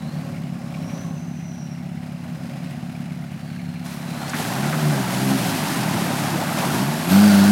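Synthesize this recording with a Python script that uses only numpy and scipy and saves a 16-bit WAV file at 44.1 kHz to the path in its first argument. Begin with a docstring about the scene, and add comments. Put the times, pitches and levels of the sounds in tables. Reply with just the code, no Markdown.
"""A 4x4 through a mud hole

A turbo-diesel creeps over a bank on three dabs of the pedal, drops into a flooded hole, ploughs through and
roars at full throttle, louder with speed, load and nearness. Its firings excite the exhaust, the turbo's blade
tone slides through the intake's resonances, and the wheels churn mud and throw spray. A second diesel idles
close by all along, on open grassland."""
import sys
import numpy as np
from scipy import signal
from scipy.fft import rfft, irfft
from scipy.io import wavfile
from scipy.ndimage import uniform_filter1d, map_coordinates

SR = 44100
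rng = np.random.default_rng(int(sys.argv[2]) if len(sys.argv) > 2 else 0)


def wav_record(signal):
    """Record a signal, one row per channel, as 16-bit PCM in the file named by sys.argv[1]."""
    frames = np.transpose(np.atleast_2d(signal))
    bounded = np.clip(frames, -1, 1)
    # unit amplitude maps onto the largest positive 16-bit level
    quanta = np.round(bounded * 32767).astype(np.int16)
    wavfile.write(sys.argv[1], SR, quanta)


N = 331191
TOP_HZ = 15900  # upper band limit


def undb(db):
    """Decibels to amplitude ratio."""
    return 10 ** (np.asarray(db) / 20)


def unit(x):
    """Normalisation to rms 1."""
    return x / np.sqrt(np.mean(x ** 2))


def curves(table):
    """Linear interpolation of each column in time."""
    s, *columns = np.transpose(table)
    return [np.interp(np.arange(N) / SR, s, c) for c in columns]


def ramp(start_s, length_s):
    """A linear rise from 0 to 1, then held."""
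    return np.clip((np.arange(N) / SR - start_s) / length_s, 0, 1)


def burst(start_s, attack_s, decay_s):
    """An impact's envelope: quick rise, exponential decay."""
    age = np.maximum(np.arange(N) / SR - start_s, 0)
    return (1 - np.exp(-age / attack_s)) * np.exp(-np.minimum(age / decay_s, 20))


def noise():
    """White Gaussian noise."""
    return rng.standard_normal(N)


def walk(rate_hz):
    """Random modulation: chance levels joined by straight lines; rms 1."""
    hold = int(SR / rate_hz)
    steps = np.repeat(rng.standard_normal(N // hold + 1), hold)
    return unit(uniform_filter1d(steps, hold)[:N])


def colour(x, response, sharp=1, size=8192):
    """Filtering by a body's response; sharp 1 is minimum phase (sudden onset), 0 zero phase; rms 1."""
    hz, db = np.transpose(response)
    log_hz = np.log(np.maximum(np.fft.rfftfreq(size, 1 / SR), 1))
    beyond = np.abs(log_hz - np.clip(log_hz, np.log(hz[0]), np.log(hz[-1])))
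    gain = undb(np.interp(log_hz, np.log(hz), db) - 20 * beyond)
    cepstrum = irfft(np.log(gain)) * (1 + sharp * np.sign(np.fft.fftfreq(size)))
    impulse_response = np.roll(irfft(np.exp(rfft(cepstrum))), size // 2)
    return unit(signal.fftconvolve(x, impulse_response, "same"))


def resonate(x, modes):
    """Modal superposition: x drives parallel resonators."""
    return sum(undb(db) * signal.lfilter(*signal.iirpeak(hz, hz / width, fs=SR), x)
               for hz, width, db in modes)


def bend(x, ratio):
    """Time warping scales every frequency by a changing ratio."""
    return map_coordinates(x, [np.cumsum(ratio)], mode="mirror")


def firings(phase, cylinder_db, scatter_db, jitter_s, limp_s=0):
    """A pulse train: cylinders differ in strength, and every second one fires limp_s late."""
    k = np.arange(1, int(phase[-1]))
    chance = rng.standard_normal((len(k), 2))
    s = np.interp(k, phase, np.arange(N) / SR) + limp_s * (k % 2) + jitter_s * chance[:, 0]
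    size = undb(np.array(cylinder_db)[k % len(cylinder_db)] + scatter_db * chance[:, 1])
    return np.bincount(np.clip(s * SR, 0, N - 1).astype(int), size, N)


def grains(per_s, spread_db, decay_s):
    """Shot noise: short bursts of random time and size add in power."""
    when, chance = rng.random((int(per_s * N / SR), 2)).T
    size = undb(-spread_db * np.log(np.maximum(chance, .004)))
    impacts = np.bincount((when * N).astype(int), size ** 2, N)
    power = signal.lfilter([1], [1, -np.exp(-1 / (decay_s * SR))], impacts)
    return unit(np.sqrt(power) * noise())


def rings(per_s, low_hz, high_hz, cycles, spread_db, glide=0):
    """Damped oscillations at random times, each rising in pitch by the fraction glide."""
    out = np.zeros(N + SR)
    for when, pitch, size in rng.random((int(per_s * N / SR), 3)):
        hz = low_hz * (high_hz / low_hz) ** pitch
        age = np.linspace(0, 1, int(cycles * SR / hz))
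        tone = np.sin(2 * np.pi * cycles * age * (1 + glide * age / 2))
        envelope = np.sqrt(age) * np.exp(-np.log(300) * age)
        out[int(when * N):][:len(age)] += tone * envelope * undb(spread_db * size ** 2)
    return unit(out[:N])


# dabs of the pedal on the bank: deepest_s, half_length_s, depth (0-1)
PEDAL_DABS = [(0.191, 0.4, 0.93), (0.851, 0.49, 0.99), (2.5, .55, .5)]


def pedal(lag_s=0):
    """A trapezoidal envelope: each dab is pressed, held briefly and lifted evenly."""
    t = np.arange(N) / SR - lag_s
    held_share = .2
    return np.max([depth * np.clip((1 - np.abs(t - s) / half_s) / (1 - held_share), 0, 1)
                   for s, half_s, depth in PEDAL_DABS], axis=0)


# modes of block, manifold and bonnet: pitch_hz, width_hz, gain_db
METAL_MODES = [(736, 130, -6), (1420, 78, -12), (2750, 97, 1), (4030, 92, 7)]


def panels(x):
    """Forced vibration: the metal adds its own modes to what drives it; rms 1."""
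    return unit(x + resonate(x, METAL_MODES))


# crankshaft speed of the waiting diesel: time_s, turns_hz
IDLE_SPEED = [(0, 19.3), (.6, 17.1), (1.4, 17.3), (2.8, 17.55), (4.3, 17.5)]
# spectra of the idling exhaust and of both engines' knock: frequency_hz, gain_db
IDLE_EXHAUST = [(35, -54), (70, -20.5), (90, -2.5), (122, -17), (145, 5.5), (175, 5.5), (205, -6.5),
                (245, 2), (285, -26.5), (380, -19.5), (460, -47), (900, -46)]
KNOCK_SPECTRUM = [(300, -26.5), (480, -5), (620, 4), (800, 1), (950, -4.5), (1600, -10.5), (2700, -18.5),
                  (3200, -25), (5000, -17.5), (9000, -23.5)]


def idling_diesel():
    """Impulse excitation: thuds, rattle and steady knock, joined by the 4x4's knock at each dab."""
    turns_hz, = curves(IDLE_SPEED)
    phase = np.cumsum(2 * turns_hz) / SR + .688  # two firings a turn
    pulses = firings(phase, cylinder_db=[.031, -.099, .86, -.7], scatter_db=1.2,
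                     jitter_s=.00016, limp_s=.0011)
    turbulence = undb(-8) * noise()
    exhaust = colour(unit(pulses) + turbulence, IDLE_EXHAUST, sharp=.3)
    pulsation = 1 + .071 * np.exp(-(phase % 1) / .19)
    knock = panels(colour(pulsation * noise(), KNOCK_SPECTRUM))
    knock_db = -47 + 3.5 * pedal()  # the rise is the 4x4's share
    rattle = rings(per_s=260, low_hz=1900, high_hz=2950, cycles=20, spread_db=7)
    return undb(-30.5) * exhaust + undb(knock_db) * knock + undb(-55.5 + 2 * walk(26)) * rattle


# modes of a loose plate and of the underside: pitch_hz, width_hz, gain_db
PLATE_MODES = [(2250, 90, -2), (2340, 160, 3)]
UNDERSIDE_MODES = [(724, 60, 2), (853, 25, -3), (1360, 120, -14)]
# clanks of the plate: start_s, level_db
PLATE_CLANKS = [(.740, -34.5), (.893, -36), (2.565, -42), (2.949, -39), (3.594, -39), (3.756, -38)]


def chassis():
    """Impacts excite modes: a loose plate chatters, and the underside knocks once on the slope."""
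    chatter = sum(undb(db) * burst(s, attack_s=.0029, decay_s=.012) for s, db in PLATE_CLANKS)
    bump = undb(-21) * burst(start_s=4.212, attack_s=.0071, decay_s=.015)
    plate = unit(resonate(noise(), PLATE_MODES))
    underside = unit(resonate(noise(), UNDERSIDE_MODES))
    return chatter * plate + bump * underside


# slaps of mud and spatter, and two low engine thuds: start_s, relative_db, band_hz, decay_s
SLAPS_AND_THUDS = [(3.863, -45, 7000, .009), (4.105, -37, 7500, .002), (4.279, -35, 5000, .004),
                   (4.294, -28.5, 7500, .005), (4.332, -29, 1700, .018), (4.397, -27, 800, .013),
                   (4.628, -30.5, 1400, .03), (4.724, -29.5, 1700, .03), (5.94, -19, 190, .018),
                   (6.338, -22.5, 230, .022), (6.622, -27, 902, .02)]


def slaps_and_thuds():
    """Damped transients of band-limited noise: mud and spatter land; the labouring engine thuds twice."""
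    out = np.zeros(N)
    for s, db, hz, decay_s in SLAPS_AND_THUDS:
        band = signal.butter(2, [hz / 1.62, min(hz * 1.2, TOP_HZ)], "bandpass", fs=SR, output="sos")
        hiss = noise()
        transient = signal.sosfilt(band, burst(s, .0011, decay_s) * hiss)
        out += undb(db + 4) * transient / np.std(signal.sosfilt(band, hiss))
    return out


# hiss of tread on wet grass: frequency_hz, gain_db
TYRE_SPECTRUM = [(1500, 13.5), (4000, 3.5), (7000, -4.5), (10500, -3.5), (15500, -12)]


def tyres():
    """Shot noise of the tread: the hiss grows with each dab and on rolling onto the wet slope."""
    level_db = -54 + 5.5 * pedal() + 8.5 * ramp(start_s=1.3, length_s=2.96)
    return undb(level_db) * colour(grains(per_s=2500, spread_db=4, decay_s=.004), TYRE_SPECTRUM)


# churning as the wheels sink in: time_s, level_db
CHURN_LEVEL = [(3.83, -43), (4.02, -40.5), (4.32, -33.5), (4.4, -29), (6.0, -27), (7.5, -28.5)]
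# waves thrown up by the wheels: start_s, length_s, mud_gain_db, spray_gain_db
WAVES = [(3.842, 0.08, 0, 5.5), (4.337, 0.065, 0, 4), (5.089, 0.62, 0, 3), (6.567, 0.19, 2.5, 3),
         (7.086, 0.49, 3, 5)]
# spectra of mud and spray: frequency_hz, gain_db
MUD_SPECTRUM = [(60, -35), (200, 9), (370, 1.5), (450, -10.5), (600, 2.5), (780, 3.5), (1200, -5),
                (1550, -3), (2400, -10), (4000, -15), (9000, -21)]
SPRAY_SPECTRUM = [(900, -10.5), (2500, 3.5), (4500, 2.5), (7000, -1), (11500, -1), (15500, -9)]


def mud_and_spray():
    """Cavity resonance: air trapped in churned mud rings, while spray hisses; both swell with waves."""
    attack_s, release_s = .017, .12
    mud_db, = curves(CHURN_LEVEL)
    spray_db = mud_db - 7
    for s, length_s, mud_gain_db, spray_gain_db in WAVES:
        wave = ramp(s, attack_s) * (1 - ramp(s + length_s, release_s))
        mud_db += mud_gain_db * wave
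        spray_db += spray_gain_db * wave
    surge = walk(25)
    hollows = 1 + .05 * walk(9)  # they open and close, so their pitch wanders
    slosh = bend(colour(grains(per_s=770, spread_db=.5, decay_s=.013), MUD_SPECTRUM), hollows)
    gulps = rings(per_s=140, low_hz=170, high_hz=950, cycles=10, spread_db=6, glide=.15)
    bubbles = rings(per_s=380, low_hz=753, high_hz=2623, cycles=23.5, spread_db=5, glide=.18)
    mud = undb(.54) * slosh + undb(-10) * gulps + undb(-7.5) * bubbles
    spray = colour(grains(per_s=5400, spread_db=-.5, decay_s=.0011), SPRAY_SPECTRUM)
    in_hole = ramp(CHURN_LEVEL[0][0], attack_s)
    return in_hole * (undb(mud_db + .25 * surge) * mud + undb(spray_db + .61 * surge) * spray)


def full_throttle():
    """A fast transition, 0 to 1, as the floored pedal opens the intake."""
    return ramp(start_s=7.08, length_s=.05)


# the turbo's whistle: time_s, pitch_hz
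TURBO_PITCH = [(0, 3840), (.33, 4930), (.6, 5100), (.84, 5520), (.96, 5930), (1.08, 6070), (1.25, 6130),
               (1.55, 5860), (1.75, 5585), (2.05, 5011), (3.15, 5080), (3.35, 4600), (3.7, 4237),
               (4.08, 3950), (4.27, 4250), (4.45, 4970), (4.9, 9220), (5.6, 13530), (6.7, 11610),
               (7.08, 11310), (7.35, 15920)]
# how well the intake lets each pitch out: pitch_hz, level_db
INTAKE_RESPONSE = [(3900, -56), (4200, -54), (4600, -63), (5100, -65), (5420, -63), (5580, -53.5),
                   (5950, -51.5), (6130, -55.5), (9200, -52.5), (11500, -51.5), (15700, -63.5)]


def turbo():
    """Blade-passing tone: a fluttering band in a breathy skirt sweeps the intake's resonances."""
    hz, = curves(TURBO_PITCH)
    near = ramp(start_s=4, length_s=.2)
    dunked = ramp(4.28, .08) - ramp(5.71, .8)  # water round the engine bay muffles it
    climb_hz_per_s = uniform_filter1d(np.gradient(hz) * SR, size=SR // 8)
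    driven = np.tanh(climb_hz_per_s / 900)  # louder spooling up than coasting
    level_db = np.interp(hz, *np.transpose(INTAKE_RESPONSE))
    level_db += 6 * near + 7 * full_throttle() - 9 * dunked + 2 * driven
    phase = 2 * np.pi * np.cumsum(hz * (1 + .003 * walk(60))) / SR
    core = walk(340) * np.sin(phase) + walk(340) * np.cos(phase)
    skirt = walk(1100) * np.sin(phase) + walk(1100) * np.cos(phase)
    airy = np.clip(hz / 13000, 0, 1) ** 1.9  # speed tears the tone into hiss
    level_db += (1 - pedal()) * 2 * walk(14)  # the level wavers, least during a dab
    return undb(level_db) * unit(np.sqrt(1 - airy) * core + np.sqrt(airy) * skirt)


# the 4x4's exhaust, chugging and under load: frequency_hz, gain_db
CHUG_RESPONSE = [(35, -40), (70, -42), (105, -1.5), (145, 6), (220, 4.5), (290, -1.5), (395, -14),
                 (450, -25), (700, -16.5), (1500, -54)]
LOADED_RESPONSE = [(65, -27), (110, -6), (148, 5), (175, -1), (202, 5), (238, -6), (266, 3), (300, -10),
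                   (365, -13), (402, -5), (445, -30), (600, -25)]


def exhaust_pipe(hz, phase, load):
    """Pipe resonance: uneven firings chug; with load and speed they grow alike, giving clean harmonics."""
    pulses = firings(phase, cylinder_db=[.5, -2.5, -2, -1], scatter_db=2, jitter_s=.00025)
    lumpy = colour(pulses, CHUG_RESPONSE, sharp=.78)
    lumpy /= np.sqrt(uniform_filter1d(lumpy ** 2, SR // 8) + 1e-6)  # steady rms at any speed
    even = np.zeros(N)
    for k in range(1, 9):
        harmonic_db = np.interp(k * hz, *np.transpose(LOADED_RESPONSE)) + 2 * walk(18)
        even += undb(harmonic_db) * np.sin(2 * np.pi * k * phase + k * k)
    chug_hz, fade_hz = 39, 12  # near tick-over it chugs however hard it pulls
    chug = 1 - load * np.clip((hz - chug_hz) / fade_hz, 0, 1)
    return chug * lumpy + np.sqrt(1 - chug ** 2) * unit(even)


# the snorkel's boom: harmonic_number, gain_db
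BOOM_HARMONICS = [(1, -16), (2, 2.5), (3, -16.5), (4, -24), (6, -24)]
# its howl at a firing rate of HOWL_FIRING_HZ: pitch_hz, width_hz, gain_db
HOWL_MODES = [(1480, 120, 2.5), (4560, 340, -6.5)]
HOWL_FIRING_HZ = 101.5


def snorkel(hz, phase):
    """A driven air column: it booms at harmonics of the firing rate, and its howl follows the revs."""
    boom = sum(undb(db + .56 * walk(25)) * np.sin(2 * np.pi * k * phase) for k, db in BOOM_HARMONICS)
    howl = bend(resonate(noise(), HOWL_MODES), hz / HOWL_FIRING_HZ)
    return undb(1) * unit(boom) + undb(-19.5) * unit(howl)


# rasp of gas and valves: frequency_hz, gain_db
RASP_SPECTRUM = [(400, -19.5), (550, 4), (700, 5), (950, -8), (1200, -10), (1500, 1), (1900, -18),
                 (3400, -10), (4400, -14), (5600, -13.5), (14000, -16.5)]


def valve_rasp(gas, phase):
    """Broadband excitation: rushing gas and valve ticks, harder at full throttle, ring the metal."""
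    ticks = unit(firings(phase, cylinder_db=[2, -4, 0, -2], scatter_db=2, jitter_s=.00005))
    return panels(colour(gas + .49 * (1 + full_throttle()) * ticks, RASP_SPECTRUM))


# engine speed, to which the dabs add: time_s, firing_hz
FIRING_RATE = [(3.95, 35.22), (4.35, 48.62), (4.72, 76.7), (4.9, 73.96), (5.08, 59.5), (5.22, 65.9),
               (5.34, 67.47), (5.5, 54.07), (5.72, 45.96), (5.98, 35.53), (6.4, 35.69), (6.65, 42.9),
               (6.73, 50.15), (6.82, 65.9), (6.93, 76.8), (7.04, 81.87), (7.11, 94.1), (7.25, 105),
               (7.39, 98.2), (7.51, 103.5)]
# drag of the mud on the engine: time_s, load (0-1)
MUD_LOAD = [(4.6, 0.26), (4.88, 1), (5.1, 0.27), (5.32, 0.9), (5.42, 0.61), (5.66, 0.2), (5.85, 0.77),
            (6.35, 0.84), (6.55, 0.35), (6.8, 0.73), (7.05, 0)]
# modes of the engine bay, heard at each dab: pitch_hz, width_hz, gain_db
BAY_MODES = [(559, 36, 4.5), (1085, 59, -5)]


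def engine():
    """Periodic combustion: one firing rate drives exhaust, rasp and, at full throttle, the snorkel."""
    hz = curves(FIRING_RATE)[0] + 19.5 * pedal(lag_s=.11)  # the revs lag the pedal
    load, = curves(MUD_LOAD)
    floored = full_throttle()
    dropped = ramp(start_s=4.34, length_s=.14)  # the nose drops in and faces the listener
    octaves_up = np.log2(hz / hz.min())
    level_db = -39.5 + 7 * octaves_up + dropped * (3 + 12 * load) + 14.5 * floored
    phase = np.cumsum(hz * (1 + .006 * walk(30))) / SR
    pipe = exhaust_pipe(hz, phase, load)
    pulsation = 1 + np.exp(-(phase % 1) / .38)
    gas = pulsation * undb(.61 * walk(45)) * noise()
    rasp = valve_rasp(gas, phase)
    cruising = pipe + undb(-19) * rasp
    roaring = snorkel(hz, phase) + undb(-21) * rasp
    bay = undb(-43) * pedal() * unit(resonate(gas, BAY_MODES))
    return undb(level_db) * (np.sqrt(1 - floored) * cruising + np.sqrt(floored) * roaring) + bay


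def scene():
    """Superposition: all sources add, alike in both channels."""
    mono = idling_diesel() + chassis() + slaps_and_thuds() + tyres() + mud_and_spray() + turbo() + engine()
    return np.array([mono, mono])


def record(dry):
    """Band limiting: a steep low-pass cuts the top of the treble."""
    return signal.sosfilt(signal.ellip(10, .2, 80, TOP_HZ, fs=SR, output="sos"), dry)


dry = scene()
out = record(dry)
wav_record(out)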